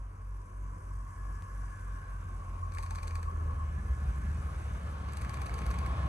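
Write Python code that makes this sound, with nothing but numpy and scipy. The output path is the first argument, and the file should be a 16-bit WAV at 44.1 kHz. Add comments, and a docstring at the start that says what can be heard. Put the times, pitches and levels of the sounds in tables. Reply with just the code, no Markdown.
"""A low diesel drone comes over flat fields: a train nears a stereo microphone in a trackside meadow.
The exhaust beats against a second drone, then eases off and throbs as the firing grows uneven.
The wheels roar louder and brighter, the rails sing ahead of them, and thin machinery tones emerge.
Leaves and grass hiss softly. Close to the microphone something small, an insect or a bird,
rattles twice with short rising chirps."""
import sys
import numpy as np
from scipy import signal
from scipy.fft import rfft, irfft
from scipy.io import wavfile
from scipy.ndimage import uniform_filter1d

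SR = 44100
rng = np.random.default_rng(int(sys.argv[2]) if len(sys.argv) > 2 else 0)


def wav_out(sig):
    """Save sig, one row per channel (or a flat mono array), as 16-bit PCM at SR to the path in sys.argv[1]."""
    wavfile.write(sys.argv[1], SR, np.round(np.clip(np.atleast_2d(sig).T, -1, 1) * 32767).astype(np.int16))


N = 268128
TIME = np.arange(N) / SR

# phase by which the microphone's left channel leads the right: f/Hz, lead/rad
LEFT_LEAD = [(400, 0), (800, -1.4), (1100, -2.2), (1400, -1.9), (2100, -1.1), (3500, -2), (4500, -1.3),
             (5200, -2.5), (6200, 0), (7100, -1.8), (7700, 0), (8700, -.9), (10000, -3.1), (10600, -3.6),
             (11500, -6.2)]
# level of the left channel over the right: f/Hz, level/dB
LEFT_TILT = [(60, 0), (110, 2), (190, 2), (350, 1), (630, 1), (1140, 0), (2040, -2), (3680, 2.5),
             (6630, 3.5), (11900, -2)]


def gain_of(db):
    """Decibels to amplitude."""
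    return 10 ** (np.asarray(db) / 20)


def unit_rms(x):
    """Scales to rms 1."""
    return x / np.sqrt(np.mean(x ** 2) + 1e-20)


def at_hz(points, hz):
    """Reads a spectrum table on a log-frequency axis."""
    f, value = np.transpose(points)
    return np.interp(np.log(hz + 1), np.log(f + 1), value)


def follow(rows, t=TIME):
    """Every column of a curve table at the times t."""
    s, *columns = np.transpose(rows)
    return [np.interp(t, s, c) for c in columns]


def drift(rate_hz):
    """Random wander of rms 1, up to about the given rate."""
    hz = np.fft.rfftfreq(N, 1 / SR)
    return unit_rms(irfft(rfft(rng.standard_normal(N)) / (1 + (hz / rate_hz) ** 4), N))


def air_noise(colour_db, patchy_db, size=1024):
    """Stereo noise shaped by colour_db(s, hz), with drifting patches; the channels' mean has rms 1."""
    # likeness of the two channels: f/Hz, coherence/0-1
    coherence = [(60, .999), (130, .985), (270, .87), (580, .4), (1100, .55), (2500, .68), (4500, .6),
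                 (6300, .75), (9000, .85), (10200, .99), (11500, .9)]
    hop = size // 4
    s = np.arange(N // hop + 5)[:, None] * hop / SR
    hz = np.fft.rfftfreq(size, 1 / SR)
    a, b, c, d, patches = rng.standard_normal((5, len(s), len(hz)))
    patches = unit_rms(uniform_filter1d(uniform_filter1d(patches, size=10, axis=0), size=10, axis=1))
    shared = np.clip(at_hz(coherence, hz), 0, 1)
    left = a + 1j * b
    right = (shared * left + np.sqrt(1 - shared ** 2) * (c + 1j * d)) * np.exp(-1j * at_hz(LEFT_LEAD, hz))
    spectra = np.array([left * gain_of(at_hz(LEFT_TILT, hz)), right])
    spectra *= gain_of(colour_db(s, hz) + patchy_db * patches)
    pair = signal.istft(spectra, nperseg=size, noverlap=size - hop, time_axis=1, freq_axis=2)[1][:, :N]
    return pair / pair.mean(0).std()


def singing(hz, wander_hz, pace_hz=23):
    """One clear partial that wavers in pitch and level; moving air shifts it between the channels."""
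    turns = np.cumsum(hz + wander_hz * drift(rate_hz=pace_hz)) / SR
    right_lag = np.outer([0, 1], at_hz(LEFT_LEAD, hz) + .3 + .99 * drift(rate_hz=4.9))
    waver = 1 + .15 * np.array([drift(rate_hz=11), drift(rate_hz=14)])
    pair = gain_of([[2.2], [-2.2]]) * waver * np.sin(2 * np.pi * turns - right_lag)
    return pair / pair.mean(0).std()


def approach_db(arrival_s=7.74, halving_db=6.5):
    """Level the train gains at a steady speed: halving_db each time its distance halves."""
    return -halving_db * np.log2(np.maximum(1 - TIME / arrival_s, .05))


def tick(at_s=1.4233, level_db=-37.5, decay_s=.00025):
    """One tiny click in the signal itself, apart from train and meadow: a sudden step that dies away."""
    return gain_of(level_db) * (TIME > at_s) * np.exp(-np.maximum(TIME - at_s, 0) / decay_s)


def leaves():
    """Fine hiss of the meadow's leaves and grass in a light breeze."""
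    # strength of the breeze: t/s, level/dB
    breeze = [(0, -77), (.9, -71.5), (1.6, -69), (2.1, -71), (3.5, -70.5), (4.5, -66.5), (5.05, -70),
              (6.08, -67.5)]
    # spectrum of the hiss: f/Hz, level/dB
    hiss = [(300, -49), (2000, 6), (3900, -18), (5000, -1.5), (6300, 1.5), (7400, 0), (8600, 0.5),
            (9600, 7), (10800, 4.5), (11400, 0.5), (12000, -27)]
    level_db = follow(breeze)[0] + 1.34 * drift(rate_hz=130)
    return gain_of(level_db) * air_noise(lambda s, hz: at_hz(hiss, hz), patchy_db=1.5)


def strokes(cycle_s=.1233, spread_db=.7):
    """The rattle's rhythm, as rows of t/s, level/dB and gains/dB of the low, middle and top bands."""
    # strokes that lead into each bout: t/s, level/dB, low gain/dB, middle gain/dB
    run_ups = [(2.72, -53, -1, 4), (2.7375, -47, -13, -6), (2.7483, -40.5, -14, -7), (2.771, -48, 3, -8),
               (5.087, -53, -5, 5), (5.122, -46, -12, -7), (5.133, -42, -10, -5)]
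    # bouts of rattling: first accent t/s, last accent t/s
    bouts = [(2.7838, 3.1538), (5.1698, 5.7866)]
    # force of each bout: gain/dB, low gain/dB, top gain/dB
    bout_gains = [(0, 0, -1), (-1.1, 2.5, 3.5)]
    # one strong accent with a faint lead-in, opening each cycle:
    # t/s from the accent, level/dB, low gain/dB, middle gain/dB
    accent = [(-.005, -52, -15, -2), (0, -39.5, -7, -1)]
    # thin tick, full stroke and dull knock that fill the cycle: same columns
    afterbeats = [(0.0418, -42.5, -9.5, -8), (0.0478, -42.5, -7.5, 2), (0.0773, -48.5, 3, 1.5)]
    # last stroke of a bout: same columns
    closing = [(0.0748, -44.5, -3, 0)]
    for row in run_ups:
        yield *row, 0
    for (first, last), (bout_db, bite_db, top_db) in zip(bouts, bout_gains):
        accent_times = np.linspace(first, last, round((last - first) / cycle_s) + 1)
        figures = [(s, accent + afterbeats) for s in accent_times[:-1]] + [(last, accent + closing)]
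        for s, figure in figures:
            for delay, db, low_db, middle_db in figure:
                level_db = db + bout_db + spread_db * rng.standard_normal()
                yield s + delay, level_db, low_db + bite_db, middle_db, top_db


def rattle(peak_s=.002, width_s=.0013, tail_s=.04, size=8192):
    """Close by, each stroke is a brief scrape with a woody knock; the surroundings scatter the scrape."""
    # spectrum of the scrape: f/Hz, level/dB
    rasp = [(500, 0.5), (1300, 9), (1650, 14.5), (1950, 8.5), (2380, 13.5), (3000, -6.5), (3900, -3.5),
            (4300, -1), (4680, 0.5), (5300, -11.5), (6300, -2.5), (7100, -12.5), (8000, -2.5), (9200, -9.5),
            (10100, -10), (11200, -2.5), (12300, -30)]
    knock_hz, knock_s, knock_db = 2285, .0018, -10.5
    lead_in_s = .012
    t = np.arange(size) / SR - lead_in_s
    age = np.maximum(t, 0)
    scrape = 1.1 / (1 + ((t - peak_s) / width_s) ** 2)
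    scatter = gain_of(-15) * (1 - np.exp(-age / .0035)) * np.exp(-age / tail_s)
    knock_shape = age / knock_s * np.exp(1 - age / knock_s)
    hz = np.fft.rfftfreq(size, 1 / SR)
    colour = unit_rms(gain_of(at_hz(rasp, hz)))
    microphone = np.array([gain_of(at_hz(LEFT_TILT, hz) + 2.5), np.exp(-1j * at_hz(LEFT_LEAD, hz))])
    low_band = 1 / (1 + (hz / 3200) ** 6)
    middle_band = 1 / (1 + (hz / 7000) ** 14) - low_band
    top_band = 1 - 1 / (1 + (hz / 9800) ** 14)
    out = np.zeros((2, N + size))
    for s, db, low_db, middle_db, top_db in strokes():
        noise = rng.standard_normal((3, size))  # shared, left only, right only
        stroke = noise[0] * (scrape + 1.05 * scatter) + noise[1:] * (.35 * scrape + .8 * scatter)
        band_gain = gain_of(low_band * low_db + middle_band * middle_db + top_band * top_db)
        pitch_hz = knock_hz * rng.uniform(.96, 1.04)
        knock = gain_of(knock_db + low_db) * knock_shape * np.sin(2 * np.pi * pitch_hz * t)
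        spectrum = rfft(stroke) * colour * band_gain + rfft(knock)
        at = round((s - lead_in_s) * SR)
        out[:, at:at + size] += gain_of(db) * irfft(spectrum * microphone)
    return out[:, :N]


def chirps(width_s=.0095, rise=.16, slide_s=.003, tail_s=.025, size=8192):
    """Short hollow notes on the rattle's accents, left of centre; each slides up and rings on faintly."""
    # the notes: t/s, top f/Hz, level/dB
    notes = [(2.793, 905, -42), (2.917, 900, -42), (3.040, 890, -44.5), (3.163, 870, -53),
             (5.178, 860, -47), (5.301, 860, -47), (5.424, 860, -47), (5.548, 870, -46), (5.671, 860, -48)]
    lead_in_s, right_lag_rad, right_db = .03, 2.9, -5.5
    t = np.arange(size) / SR - lead_in_s
    age = np.maximum(t, 0)
    tail = gain_of(-5) * (1 - np.exp(-age / width_s)) * np.exp(-age / tail_s)
    shape = np.exp(-(t / width_s) ** 2) + tail
    slide = 1 - rise / (1 + np.exp((t + width_s / 2) / slide_s))
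    out = np.zeros((2, N + size))
    for s, top_hz, db in notes:
        turns = np.cumsum(top_hz * slide) / SR
        tone = np.sqrt(2) * np.sin(2 * np.pi * turns - [[0], [right_lag_rad]])
        at = round((s - lead_in_s) * SR)
        out[:, at:at + size] += gain_of(db) * shape * tone
    return gain_of([[0], [right_db]]) * out[:, :N]


def swells():
    """The low middle of the distant train's noise swells now and then, as if carried on the air."""
    # the swells: t/s, half length/s, level/dB
    peaks = [(0.757, 0.16, -62.5), (1.8, .5, -70), (3.506, 0.17, -55.5)]
    # their spectrum: f/Hz, level/dB
    colour = [(150, -24), (250, 0), (330, -0.5), (420, -3.5), (520, 0.5), (650, -9), (1000, -44)]
    level = sum(gain_of(db) * np.exp(-((TIME - s) / half_s) ** 2) for s, half_s, db in peaks)
    return level * air_noise(lambda s, hz: at_hz(colour, hz), patchy_db=3.5, size=2048)


def whine(sink_per_s=.12):
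    """Thin tones of the locomotive's machinery rise out of the roar as it comes close."""
    # low tones that sink in pitch: final f/Hz, final level/dB
    sinking_tones = [(578, -63), (657, -56), (770, -60.5), (818, -65)]
    # high tones that hold their pitch: f/Hz, final level/dB
    held_tones = [(1283, -64), (2205, -69)]
    distance_db = approach_db() - approach_db()[-1]
    sink = 1 + sink_per_s * (TIME[-1] - TIME)
    sinking = sum(gain_of(db) * singing(hz * sink, wander_hz=9.14) for hz, db in sinking_tones)
    held = sum(gain_of(db) * singing(hz, wander_hz=4.3) for hz, db in held_tones)
    return gain_of(3.7 * distance_db) * sinking + gain_of(1.8 * distance_db) * held


def rail_ring(modes):
    """Wheel roughness rings narrow resonances of the steel."""
    def colour_db(s, hz):
        power = sum(gain_of(db) ** 2 / width / (1 + ((hz - f) / width) ** 2) ** 2 for f, width, db in modes)
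        return 10 * np.log10(power)

    return air_noise(colour_db, patchy_db=-.5, size=4096)


def surge(times, rises_db, width_s=.021):
    """Short smooth swells, in dB."""
    return sum(db * np.exp(-((TIME - s) / width_s) ** 2) for s, db in zip(times, rises_db))


def rails():
    """The rails sing ahead of the train: groups of resonances swell and fade separately."""
    # resonances of the main ring, its low skirt and two high rings: f/Hz, width/Hz, level/dB
    main_modes, skirt_modes = [(1074, 96, -7), (1117, 62, 4), (1008, 32, -4.5), (2195, 47, -52)], [(1005, 35, 0)]
    upper_modes, lower_modes = [(1714, 37, 0)], [(1531, 99, 0)]
    # clear partials inside the main ring: f/Hz, level/dB
    partials = [(1083, 2), (1123, -3.5)]
    # strength of the main ring, and of the skirt that fades as the train nears: t/s, level/dB
    main_levels, skirt_levels = [(0, -70), (.55, -65), (1.4, -58), (2.5, -59), (2.85, -55.5), (3.5, -55.5),
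                                 (3.85, -61), (4.4, -62.5), (4.9, -60.5), (5.4, -52.5), (6.08, -52)], [(0, -72.5), (.7, -66.5), (1.6, -72), (2.6, -73),
                                                      (3.8, -87)]
    # strength of the high rings: t/s, upper level/dB, lower level/dB
    high_levels = [(0, -81, -83), (.9, -73, -70), (1.25, -66, -69.5), (1.7, -66.5, -63), (2.05, -72, -59.5),
                   (2.3, -77.5, -66), (2.65, -81, -77), (3.3, -69, -68), (3.8, -66, -69.5),
                   (4.05, -65.5, -63), (4.7, -68.5, -66), (6.08, -60.5, -72)]
    # the upper ring starts as one thin tone and blurs: t/s, tone amplitude/0-1
    upper_clarity = [(2.2, 0.84), (3, 0.14)]
    # the rails sing out briefly: t/s, main rise/dB, upper rise/dB
    surges = [(1.2, 0, 5), (1.74, 0, 10), (2.415, 4, 0), (2.64, 10, 0), (2.76, 4, 0), (2.85, 5, 0),
              (2.965, 6, 0), (3.18, 7.5, 0), (3.285, 6, 0), (3.51, 4, 0), (3.62, 8.5, 0), (3.79, 0, 7),
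              (4.28, 0, 6), (4.49, 6, 0), (5.67, 0, 5), (6.0, 0, 6)]
    times, main_rises, upper_rises = np.transpose(surges)
    main_surge_db, upper_surge_db = surge(times, main_rises), surge(times, upper_rises)
    main_db, = follow(main_levels)
    skirt_db, = follow(skirt_levels)
    upper_db, lower_db = follow(high_levels)
    tones = sum(gain_of(db) * singing(hz, wander_hz=6.08) for hz, db in partials)
    purity = gain_of(.3 * main_surge_db)  # the main ring is purest when it surges
    main = .56 * purity * tones + .66 / purity * rail_ring(main_modes)
    clarity, = follow(upper_clarity)
    upper_tone = singing(hz=1696, wander_hz=9.13, pace_hz=12.2)
    upper = clarity * upper_tone + np.sqrt(1 - clarity ** 2) * rail_ring(upper_modes)
    flutter_db = 1.8 * np.array([drift(rate_hz=30.6) for channel in range(2)])
    return (gain_of(main_db + main_surge_db + flutter_db) * main
            + gain_of(upper_db + upper_surge_db) * upper
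            + gain_of(lower_db) * rail_ring(lower_modes)
            + gain_of(skirt_db) * rail_ring(skirt_modes))


def wheels():
    """Rolling roar; as the train nears, the air takes less treble and the ground less of the middle."""
    # spectrum of the roar: f/Hz, level/dB
    roar = [(60, -5.5), (230, 0), (330, -0.5), (500, 1.5), (680, 1.5), (850, 1), (980, 2.5), (1250, 4.5),
            (1700, -4.5), (1880, -7), (2200, -5), (3100, -12.5), (4000, -18), (11500, -44.5)]
    # treble that the air lets through: t/s, level/dB at 3.4 kHz
    brightness = [(0, -9.5), (1, -8), (2, -3), (3, -5), (4, -3.5), (5, -1), (6.08, 0)]

    def colour_db(s, hz):
        treble = np.clip((hz - 1400) / 2000, 0, 1.2)
        ground_dip = .42 * np.exp(-((hz - 740) / 170) ** 2)
        return at_hz(roar, hz) + follow(brightness, s)[0] * (treble + ground_dip)

    level_db = -62.5 + approach_db() + .82 * drift(rate_hz=26)
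    # passing resonances of wheels and wagons make narrow, short-lived patches
    return gain_of(level_db) * air_noise(colour_db, patchy_db=1.5, size=2048)


def generator():
    """A drone, likely a generator on the train; it beats against the engine, faster as that eases off."""
    # the drone, nearly steady in pitch: t/s, f/Hz, level/dB
    hum = [(0, 50, -47.5), (.8, 50, -44.5), (1.7, 50, -44), (2.3, 50, -47.5), (3, 50.1, -44.8),
           (4.3, 50.7, -45), (4.7, 50.6, -51), (5.25, 50.3, -60), (5.7, 50.2, -43.5)]
    hz, db = follow(hum)
    return gain_of(db) * np.sqrt(2) * np.sin(2 * np.pi * np.cumsum(hz) / SR)


def engine(left_delay_s=.00009):
    """Diesel exhaust orders on one shaft speed, with a rumble of gas that puffs at each firing."""
    # the engine holds, eases off, picks up briefly and sinks again: t/s, firing f/Hz, drone level/dB
    running = [(0, 46.9, -46), (1.65, 46.9, -43.5), (2.1, 45.8, -43), (2.8, 42.4, -39.8),
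               (3.2, 40.8, -37.3), (3.65, 37.6, -35), (4.1, 35, -35.2), (4.3, 37.5, -35.5),
               (4.6, 37.2, -40), (5.2, 35.2, -39.2), (5.75, 33.9, -35.5), (6.08, 33.4, -34.8)]
    # what the exhaust pipe passes of the drone: f/Hz, gain/dB
    pipe = [(33, -34), (38, -10.5), (42, -4), (47, 2), (70, -2), (83, 0.6), (94, -4.3)]
    # strength of the gas rumble: t/s, level/dB
    rumble_levels = [(.3, -57.5), (.75, -52), (2.2, -52), (3.3, -48.5), (3.6, -45), (4.1, -42),
                     (4.5, -43.5), (5.2, -42.5), (6.08, -38.5)]
    # its spectrum: f/Hz, level/dB
    rumble_colour = [(20, -38), (36, -39), (48, -8.5), (62, 6), (95, 3.5), (130, -1), (200, -8), (260, -20),
                     (330, -16.5), (480, -32.5), (1000, -75)]
    # orders of uneven firing and of the exhaust's bark: multiple of the firing rate, relative level/dB
    uneven_orders, bark_orders = [(1.5, -3), (1.67, 3), (2.5, -5), (2.67, -14), (3.5, -10)], [(4, -19), (4.5, -18), (5, -17), (5.5, -18), (6, -17)]
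    # the firing grows uneven as the engine slows: t/s, gain/dB on those orders
    unevenness = [(2.9, -3), (3.6, 2.5), (4.5, 1.5), (5.2, -3), (5.7, 1)]
    firing_hz, drone_db = follow(running)
    rumble_db, = follow(rumble_levels)
    uneven_db, = follow(unevenness)
    turns = np.cumsum(firing_hz) / SR - firing_hz * left_delay_s * np.array([[1], [0]])

    def order(k, start=0):
        return np.sqrt(2) * np.sin(2 * np.pi * (k * turns + start))

    def restless(orders):
        return sum(gain_of(db) * order(k, rng.random()) * (.41 + .5 * drift(rate_hz=8.2))
                   for k, db in orders)

    octave_waver_db = 1.6 * drift(rate_hz=9)  # picked up on the way across the fields
    drone = sum(gain_of(drone_db + db + at_hz(pipe, k * firing_hz)) * order(k)
                for k, db in ((1, .016), (2, octave_waver_db)))
    # the in-between orders beat against the octave and roughen it
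    throb = gain_of(uneven_db) * (restless(uneven_orders) + restless(bark_orders))
    gas = air_noise(lambda s, hz: at_hz(rumble_colour, hz), patchy_db=-.2, size=4096)
    chug = 1 + .25 * order(1) + .1 * order(1 / 3)
    rumble = signal.sosfilt(signal.butter(4, 37, "high", fs=SR, output="sos"), gas * chug)
    return drone + gain_of(rumble_db) * (throb + rumble)


def scene():
    """The train far across the fields, the meadow around the microphone, and one click apart from both."""
    train = engine() + generator() + whine() + wheels() + swells() + rails()
    meadow = leaves() + rattle() + chirps()
    return train + meadow + tick()


def record(dry):
    """The field recorder's band limit."""
    low_pass = signal.firwin(255, cutoff=12400, window=("kaiser", 8), fs=SR)
    return signal.oaconvolve(dry, low_pass[None], "same")


dry = scene()
out = record(dry)
wav_out(out)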